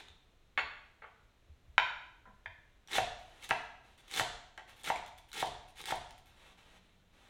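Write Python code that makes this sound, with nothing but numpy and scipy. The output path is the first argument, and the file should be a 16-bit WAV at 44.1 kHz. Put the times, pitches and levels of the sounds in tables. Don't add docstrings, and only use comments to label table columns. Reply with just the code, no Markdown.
import sys
import numpy as np
from scipy import signal
from scipy.fft import rfft, irfft
from scipy.io import wavfile
from scipy.ndimage import uniform_filter1d

SR = 44100
rng = np.random.default_rng(int(sys.argv[2]) if len(sys.argv) > 2 else 0)


def store_wav(level_fs):
    pcm = np.round(np.clip(np.atleast_2d(level_fs), -1, 1) * 32767)
    wavfile.write(sys.argv[1], SR, pcm.T.astype(np.int16))


def invert_db(level):
    return 10 ** (np.asarray(level, dtype=float) / 20)


N = 321684
LEAD = 4410
TIME = np.arange(-LEAD, N) / SR

# f/Hz, time to fall by 60 dB/s, tail level/dB
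ROOM_BANDS = [(101.7, 0.94, -6.5), (300, .55, -1), (900, 0.68, -2.5), (2050, 0.65, -4.5),
              (4060, 0.6155, 1.5), (7050, 0.63, -2.5), (15160, 0.17, -8)]
# delay/ms, level/dB
WALL_ECHOES = [(2.3, -13), (3.7, -12), (6.3, -14), (8.9, -14), (13.9, -15), (18.5, -14)]
# f/Hz, relative level per Hz/dB
HUSH_SPECTRUM = [(60, -22), (150, 0.5), (500, -4), (1200, -9.5), (4000, -12), (4700, -21.5), (6500, -20),
                 (9000, -26.5), (15800, -32.5)]
# t/s, f/Hz, level/dB
HUM_SETTING = (6.37, 185, -77)
# t/s, level before fading and soft start/dB, f/Hz,
# level of the rumble swell before fading and soft start/dB
THUD_EVENTS = [(0.095, -41, 76, -94), (0.627, -40, 64, -68), (1.496, -34.5, 73.4, -70),
               (1.678, -35.5, 68.4, -57), (2.129, -65, 60, -68.5), (2.246, -54, 85.3, -72),
               (2.472, -39.5, 89, -66), (2.989, -33, 103, -44.5), (3.511, -35, 124, -59),
               (4.2, -36, 118, -50), (4.909, -42, 94.2, -54), (5.427, -48, 126, -52.5),
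               (5.498, -61, 53.8, -58), (5.922, -42, 120.7, -46.5)]
# f/Hz, relative level/dB, time to fall by 60 dB/s
PLATE_TONES = [(426, -9.5, 0.056), (672, 0.5, 0.0186), (870, -2, 0.02), (1152, -1, 0.02),
               (1445, 4.5, 0.016), (2020, 14.5, 0.0049), (2220, -8, .015), (2204, -2, 0.012),
               (3000, 6, 0.0032), (3200, -4, 0.025), (3600, -2.5, 0.0032), (4370, -10.5, 0.024),
               (5860, -62, 0.0047), (6840, -22, 0.037), (9000, -26.5, 0.063), (10360, -28, 0.048),
               (12300, -38, 0.059), (14500, -43, .05)]
# f/Hz, relative level/dB, time to fall by 60 dB/s
DISH_TONES = [(200, -27, 0.071), (316.5, -28.5, 0.008), (631, -13, 0.0084), (1024, -8, 0.029),
              (1350, -13, 0.0034), (1468, 8, 0.0067), (1960, 6.5, 0.0061), (2450, -4, 0.012),
              (3195, -2, 0.01), (3800, -18.5, 0.0076), (4490, -15, 0.0089), (5800, -23.5, 0.005),
              (6780, -18.5, .006), (9350, -27.5, 0.00521), (13000, -6.5, .0015)]
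# f/Hz, relative level/dB, time to fall by 60 dB/s
BOARD_TONES = [(119.8, 5, 0.037), (340.8, -4, 0.014), (514, -2.5, 0.00733), (716, 2.5, 0.037),
               (793, 0.5, 0.019), (913.8, 4.5, 0.02), (1139, -7, 0.013), (1700, 18, 0.0029),
               (2224, 4, 0.0055), (2643, 5.5, 0.0072), (3110, -25, 0.006), (3670, -10.5, 0.0086),
               (6200, -15.5, 0.0051), (11000, -25, .002)]
# f/Hz, relative level/dB, time to fall by 60 dB/s
BLADE_TONES = [(9230, 3, 0.0032), (9600, 6, 0.008), (10400, -11, 0.012), (11240, 2.5, .012),
               (13200, 8, 0.011), (15100, 0, .008)]
# t/s, peak level before the room/dB, contact time/ms,
# f below which the spot barely moves the body/Hz, fading time of the chatter/ms
PLATE_BLOWS = [(0.576, -19, 0.12, 675, 16.6), (1.02, -42.5, 0.33, 350, 34), (1.04, -42, 0.45, 300, 16.5)]
# t/s, peak level before the room/dB, contact time/ms,
# f below which the spot barely moves the body/Hz, fading time of the chatter/ms
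DISH_BLOWS = [(1.78, -7.5, 0.142, 486, 1.4), (2.255, -49.5, 0.84, 300, 22), (2.27, -53, 1.94, 151.5, 22),
              (2.459, -30.5, 0.27, 482, 3.5)]
# t/s, peak level before the room/dB, contact time/ms,
# f below which the spot barely moves the body/Hz, fading time of the chatter/ms
BOARD_BLOWS = [(2.983, -13.5, 0.3, 260, 0.2), (3.509, -13, 0.21, 1570, 0.35),
               (3.512, -19.5, 0.56, 593, 0.55), (4.197, -16.5, 0.26, 1920, 0.22),
               (4.208, -21, 0.72, 245, 3.4), (4.579, -41, 0.41, 710, 22), (4.876, -31.5, 0.35, 2230, 6.9),
               (4.901, -19, 0.49, 300, 0.56), (5.426, -21.5, 0.62, 300, 0.15),
               (5.884, -34, 0.417, 505, 2.4), (5.907, -27, 0.36, 2200, 1.4),
               (5.922, -23, 0.521, 300, 0.115)]
# f/Hz, relative level per Hz/dB
LEAF_SPECTRUM = [(120, -62), (200, -1), (263, -6.5), (393, -8.5), (732, -3.5), (1830, -5.5), (2830, -6),
                 (3900, -8), (4600, -19.5), (6000, -18), (9820, -22.5), (15800, -35.5)]
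# start t/s, length/s, level/dB,
# share of the move at which it is loudest, swish f/Hz
LEAF_MOVES = [(3.206, 0.47, -63.5, 0.44, 3000), (3.833, 0.129, -67, 0.18, 3000),
              (4.007, 0.069, -67, 0.98, 3200), (4.674, 0.0702, -59, 0.126, 3800),
              (4.74, .11, -65, 0.95, 3500), (6.253, 0.257, -70, .2, 3600), (6.359, 0.18, -62.5, 0.63, 3020),
              (6.57, 0.064, -63.5, 0.19, 2850), (6.619, .17, -64, 0.9, 2850),
              (6.799, 0.21, -76, 0.22, 3000), (7.12, 0.41, -64.5, 0.58, 3430)]
# t/s, peak level before the room/dB, graze length/s
BLADE_GRAZES = [(3.191, -54, 0.042), (4.691, -48, 0.012), (4.762, -53, 0.026), (4.79, -48, .03),
                (5.076, -49, 0.0091), (5.178, -44, 0.013), (5.282, -52.5, .03), (5.679, -51, 0.03),
                (5.788, -43, 0.017), (6.179, -46.5, 0.0093), (6.258, -52, 0.044)]
# f/Hz, relative level per Hz/dB
CABBAGE_SPECTRUM = [(88, -68), (150, -6.5), (230, -18), (405, -5), (587, -12), (801, 0), (974, -4.5),
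                    (2170, 3.5), (2680, 0.5), (3520, 3), (4810, -10), (6200, -10), (8980, -14),
                    (15800, -30)]
# t/s, peak level before the room/dB, pitch f/Hz,
# brightness/(dB per octave), held between -6 and 8
SHORT_SNAPS = [(0.0844, -46, 3700, -0.5), (2.8747, -44.5, 5650, 3), (2.8846, -43.5, 3282, -1.5),
               (2.9154, -34.5, 3360, 1), (2.9316, -27, 3760, 2), (2.9444, -29.5, 6200, 2.5),
               (2.9538, -30.5, 4000, 1.5), (3.4274, -44.5, 2200, -1), (3.4411, -41, 5930, 0),
               (3.4911, -31, 5900, 7.5), (3.9776, -53, 1900, 8), (4.0806, -47, 3280, 4),
               (4.0964, -51, 2930, 4), (4.1128, -29.5, 5800, 3), (4.139, -26.5, 4000, 2.5),
               (4.1968, -22.5, 6300, 1.5), (4.2074, -27.5, 7500, 6), (4.577, -37.5, 1650, -4),
               (4.8344, -40.5, 8600, 7.5), (4.8469, -36, 3800, -1), (4.9596, -30.5, 2250, -1),
               (4.9714, -40.5, 2270, -3.5), (5.0627, -43, 5500, 5), (5.3168, -41, 4150, 4.5),
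               (5.3306, -34.5, 1450, 4.5), (5.345, -43, 4000, 6.5), (5.4054, -31, 3600, 2),
               (5.4584, -40, 9000, 13), (5.4715, -35, 3160, -2), (5.8054, -37.5, 3800, -7.5),
               (5.8144, -37.5, 2670, 8), (5.84, -34, 9000, -2), (5.8566, -27.5, 1803, 5),
               (5.9567, -41, 9600, 8), (6.0924, -59.5, 9000, 2.5), (6.108, -43.5, 3060, 3),
               (6.8937, -61, 3710, -5)]
# start t/s, length/s,
# level at four fifths of the stroke before bunching/dB, rise to it/dB (negative: starts louder),
# brightness/(dB per octave)
CLATTER_END_AND_STROKES = [(-.05, .058, -53, -4, -1.5), (2.88, .11, -33.5, 31, -0.3),
                           (3.4, 0.059, -49, 28.5, 2), (3.489, .022, -37.5, 17, -2),
                           (3.977, 0.038, -66.5, -6, 0.25), (4.074, .14, -35.5, 32.5, 0.64),
                           (4.839, .065, -40.5, 6, 0.5), (5.335, 0.09, -39.5, 10.5, 0.5),
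                           (5.753, 0.065, -49.5, 15.5, 0.5), (5.853, 0.069, -40.5, 11.5, 1)]


def read(points, hz):
    f, value = np.transpose(points)
    return np.interp(np.log(hz + 1), np.log(f + 1), value)


def add(mix, s, sound):
    part = mix[round(s * SR) + LEAD:][:len(sound)]
    part += sound[:len(part)]


def colour(points, tilt_db=0., peak=(1000, 0, 1)):
    hz = abs(np.fft.fftfreq(2048, 1 / SR))
    peak_hz, peak_db, octaves = peak
    level_db = read(points, hz) + tilt_db * np.log2((hz + 100) / 3000)
    level_db += peak_db * np.exp(-.5 * (np.log2((hz + 1) / peak_hz) / octaves) ** 2)
    log_gain = np.log(invert_db(level_db))
    taps = np.fft.ifft(np.exp(np.conj(signal.hilbert(log_gain)))).real[:1024]
    return taps / np.linalg.norm(taps)


def steady(points):
    hz = np.fft.rfftfreq(len(TIME), 1 / SR)
    spectrum = rfft(rng.standard_normal(len(TIME))) * invert_db(read(points, hz))
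    noise = irfft(spectrum, len(TIME))
    return noise / np.std(noise)


def crackle(count, per_s, spread_db):
    chance = rng.random(count)
    size = rng.exponential(1, count)
    sign = rng.choice([-1., 1.], count)
    clicks = (chance < per_s / SR) * sign * invert_db(spread_db * np.minimum(size, 3))
    return clicks / (np.std(clicks) + 1e-12)


def kitchen(near):
    taps = np.zeros(SR)
    at = np.arange(300, SR - 12, 12)
    taps[at + rng.integers(0, 12, len(at))] = rng.choice([-1., 1.], len(at))
    hz, t, bands = signal.stft(taps, SR, nperseg=256)
    table = np.array(ROOM_BANDS)
    t60 = read(table[:, [0, 1]], hz)[:, None]
    tail_db = read(table[:, [0, 2]], hz)[:, None]
    bands *= invert_db(tail_db - 60 * t / t60)
    bands /= np.sqrt(t60 * len(at) / np.log(1e6))
    response = signal.istft(bands, SR, nperseg=256)[1][:SR]
    response *= 1 - np.exp(-np.arange(SR) / SR / 0.005)
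    response[0] = 1
    for ms, db in WALL_ECHOES:
        response[round(ms * SR / 1000)] += invert_db(db)
    return signal.fftconvolve(near, response)[:len(near)]


def hush():
    return invert_db(-72.5) * steady(HUSH_SPECTRUM)


def rumble():
    rise_s, t60_s = 0.037, 0.9
    t = np.arange(SR) / SR
    level = np.full(len(TIME), invert_db(-65))
    for s, _, _, shudder_db in THUD_EVENTS:
        add(level, s - rise_s, invert_db(shudder_db - 60 * t / t60_s) * (1 - np.exp(-t / rise_s)))
    return steady([(15, 0.5), (30, 1.5), (70, -6.5), (130, -13.0), (250, -59)]) * level


def hum():
    s, hz, db = HUM_SETTING
    band = [(hz - 30, -50), (hz - 4, -6), (hz, 0), (hz + 4, -6), (hz + 30, -50)]
    return invert_db(db) * steady(band) * (TIME > s)


def thuds(mix):
    t60_s, rise_s = 0.12, 0.027
    t = np.arange(SR // 2) / SR
    for s, level_db, hz, _ in THUD_EVENTS:
        fade = invert_db(level_db - 60 * t / t60_s) * (1 - np.exp(-t / rise_s))
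        add(mix, s, fade * np.sin(2 * np.pi * hz * t))


def blows(mix, tones, table):
    hz, db, t60 = np.transpose(tones)[:, :, None]
    sign = (-1.) ** np.arange(len(tones))[:, None]
    t = np.arange(SR // 5) / SR
    for s, peak_db, contact_ms, low_hz, chatter_ms in table:
        spot_db = 1.5 * rng.standard_normal(hz.shape)
        drive = sign * invert_db(db + spot_db)
        drive = drive / (1 + (hz * contact_ms / 1000) ** 3) / (1 + (low_hz / hz) ** 3)
        sound = (drive * invert_db(-60 * t / t60) * np.sin(2 * np.pi * hz * t)).sum(0)
        sound *= 1 - np.exp(-t / (contact_ms / 1000))
        chatter = 0.18 * crackle(len(t), 1500, 2.1) * np.exp(-t * 1000 / chatter_ms)
        chatter[0] = 1
        sound = signal.fftconvolve(sound, chatter)[:len(t)]
        add(mix, s, invert_db(peak_db) * sound / abs(sound).max())


def rustle(mix, start, length, db, top, swish_hz):
    t = np.arange(0, length, 1 / SR)
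    swell_db = np.interp(t / length, [0, top, 1], [-6, 0, -6])
    grains = invert_db(db + swell_db) * crackle(len(t), 12000, 2.2)
    grains *= signal.windows.tukey(len(t), .1)
    add(mix, start, np.convolve(grains, colour(LEAF_SPECTRUM, peak=(swish_hz, 1, 0.091))))


def grazes(mix):
    hz, db, t60 = np.transpose(BLADE_TONES)[:, :, None]
    t = np.arange(SR // 10) / SR
    for s, peak_db, length in BLADE_GRAZES:
        spot_db = 3 * rng.standard_normal(hz.shape)
        ring = (invert_db(db + spot_db - 60 * t / t60) * np.sin(2 * np.pi * hz * t)).sum(0)
        ring /= np.linalg.norm(ring)
        ring[:1024] += invert_db(10.0) * colour(CABBAGE_SPECTRUM, 1.6)
        slips = crackle(len(t), 4200, 5.9) * (t < length) * np.exp(-t / 0.0455)
        sound = signal.fftconvolve(ring, slips)
        add(mix, s, invert_db(peak_db) * sound / abs(sound).max())


def snaps(mix):
    dying = np.exp(-np.arange(256) / SR / .0014)
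    for s, peak_db, hz, bright_db in SHORT_SNAPS:
        pitch = colour(CABBAGE_SPECTRUM, np.clip(bright_db, -6, 8), peak=(hz, 10.5, 0.1))
        sound = np.convolve(crackle(len(dying), 16000, 1.3) * dying, pitch)
        add(mix, s, invert_db(peak_db) * sound / abs(sound).max())


def stroke(mix, start, length, turn_db, rise_db, tilt):
    turn_at, rise_bend, sag_db = 0.81, 1.54, 6
    brighten_db = 0.5
    bunch_db, bunch_samples = 4.5, 150
    t = np.arange(0, length, 1 / SR)
    done = t / length
    before = np.maximum(1 - done / turn_at, 0)
    after = np.maximum(done - turn_at, 0) / (1 - turn_at)
    level_db = turn_db - rise_db * before ** rise_bend - sag_db * after
    level_db -= 20 * np.exp(-t / 0.00107)
    bright_share = np.clip(.5 + (tilt + brighten_db * (done - .5)) / 8, 0, 1)
    for tilt_db in (-4, 4) * 3:
        wander = uniform_filter1d(rng.standard_normal(len(t)), size=bunch_samples)
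        bunches = invert_db(bunch_db * np.sqrt(bunch_samples) * wander)
        bursts = invert_db(level_db) * bunches * crackle(len(t), 2500, 2.3) / np.sqrt(3)
        weight = bright_share if tilt_db > 0 else 1 - bright_share
        add(mix, start, np.convolve(bursts * weight, colour(CABBAGE_SPECTRUM, tilt_db)))


def scene():
    near, low = np.zeros((2, len(TIME)))
    thuds(low)
    blows(near, PLATE_TONES, PLATE_BLOWS)
    blows(near, DISH_TONES, DISH_BLOWS)
    blows(near, BOARD_TONES, BOARD_BLOWS)
    for move in LEAF_MOVES:
        rustle(near, *move)
    grazes(near)
    snaps(near)
    for row in CLATTER_END_AND_STROKES:
        stroke(near, *row)
    mix = kitchen(near) + low + hush() + rumble() + hum()
    return mix[None, LEAD:]


def top_cut(x):
    return signal.sosfilt(signal.butter(12, 16520, fs=SR, output="sos"), x)


def record(dry):
    b, a = signal.butter(N=1, Wn=30 / (SR / 2), btype="high")
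    finished = signal.lfilter(b, a, dry)
    return top_cut(finished)


dry = scene()
out = record(dry)
store_wav(out)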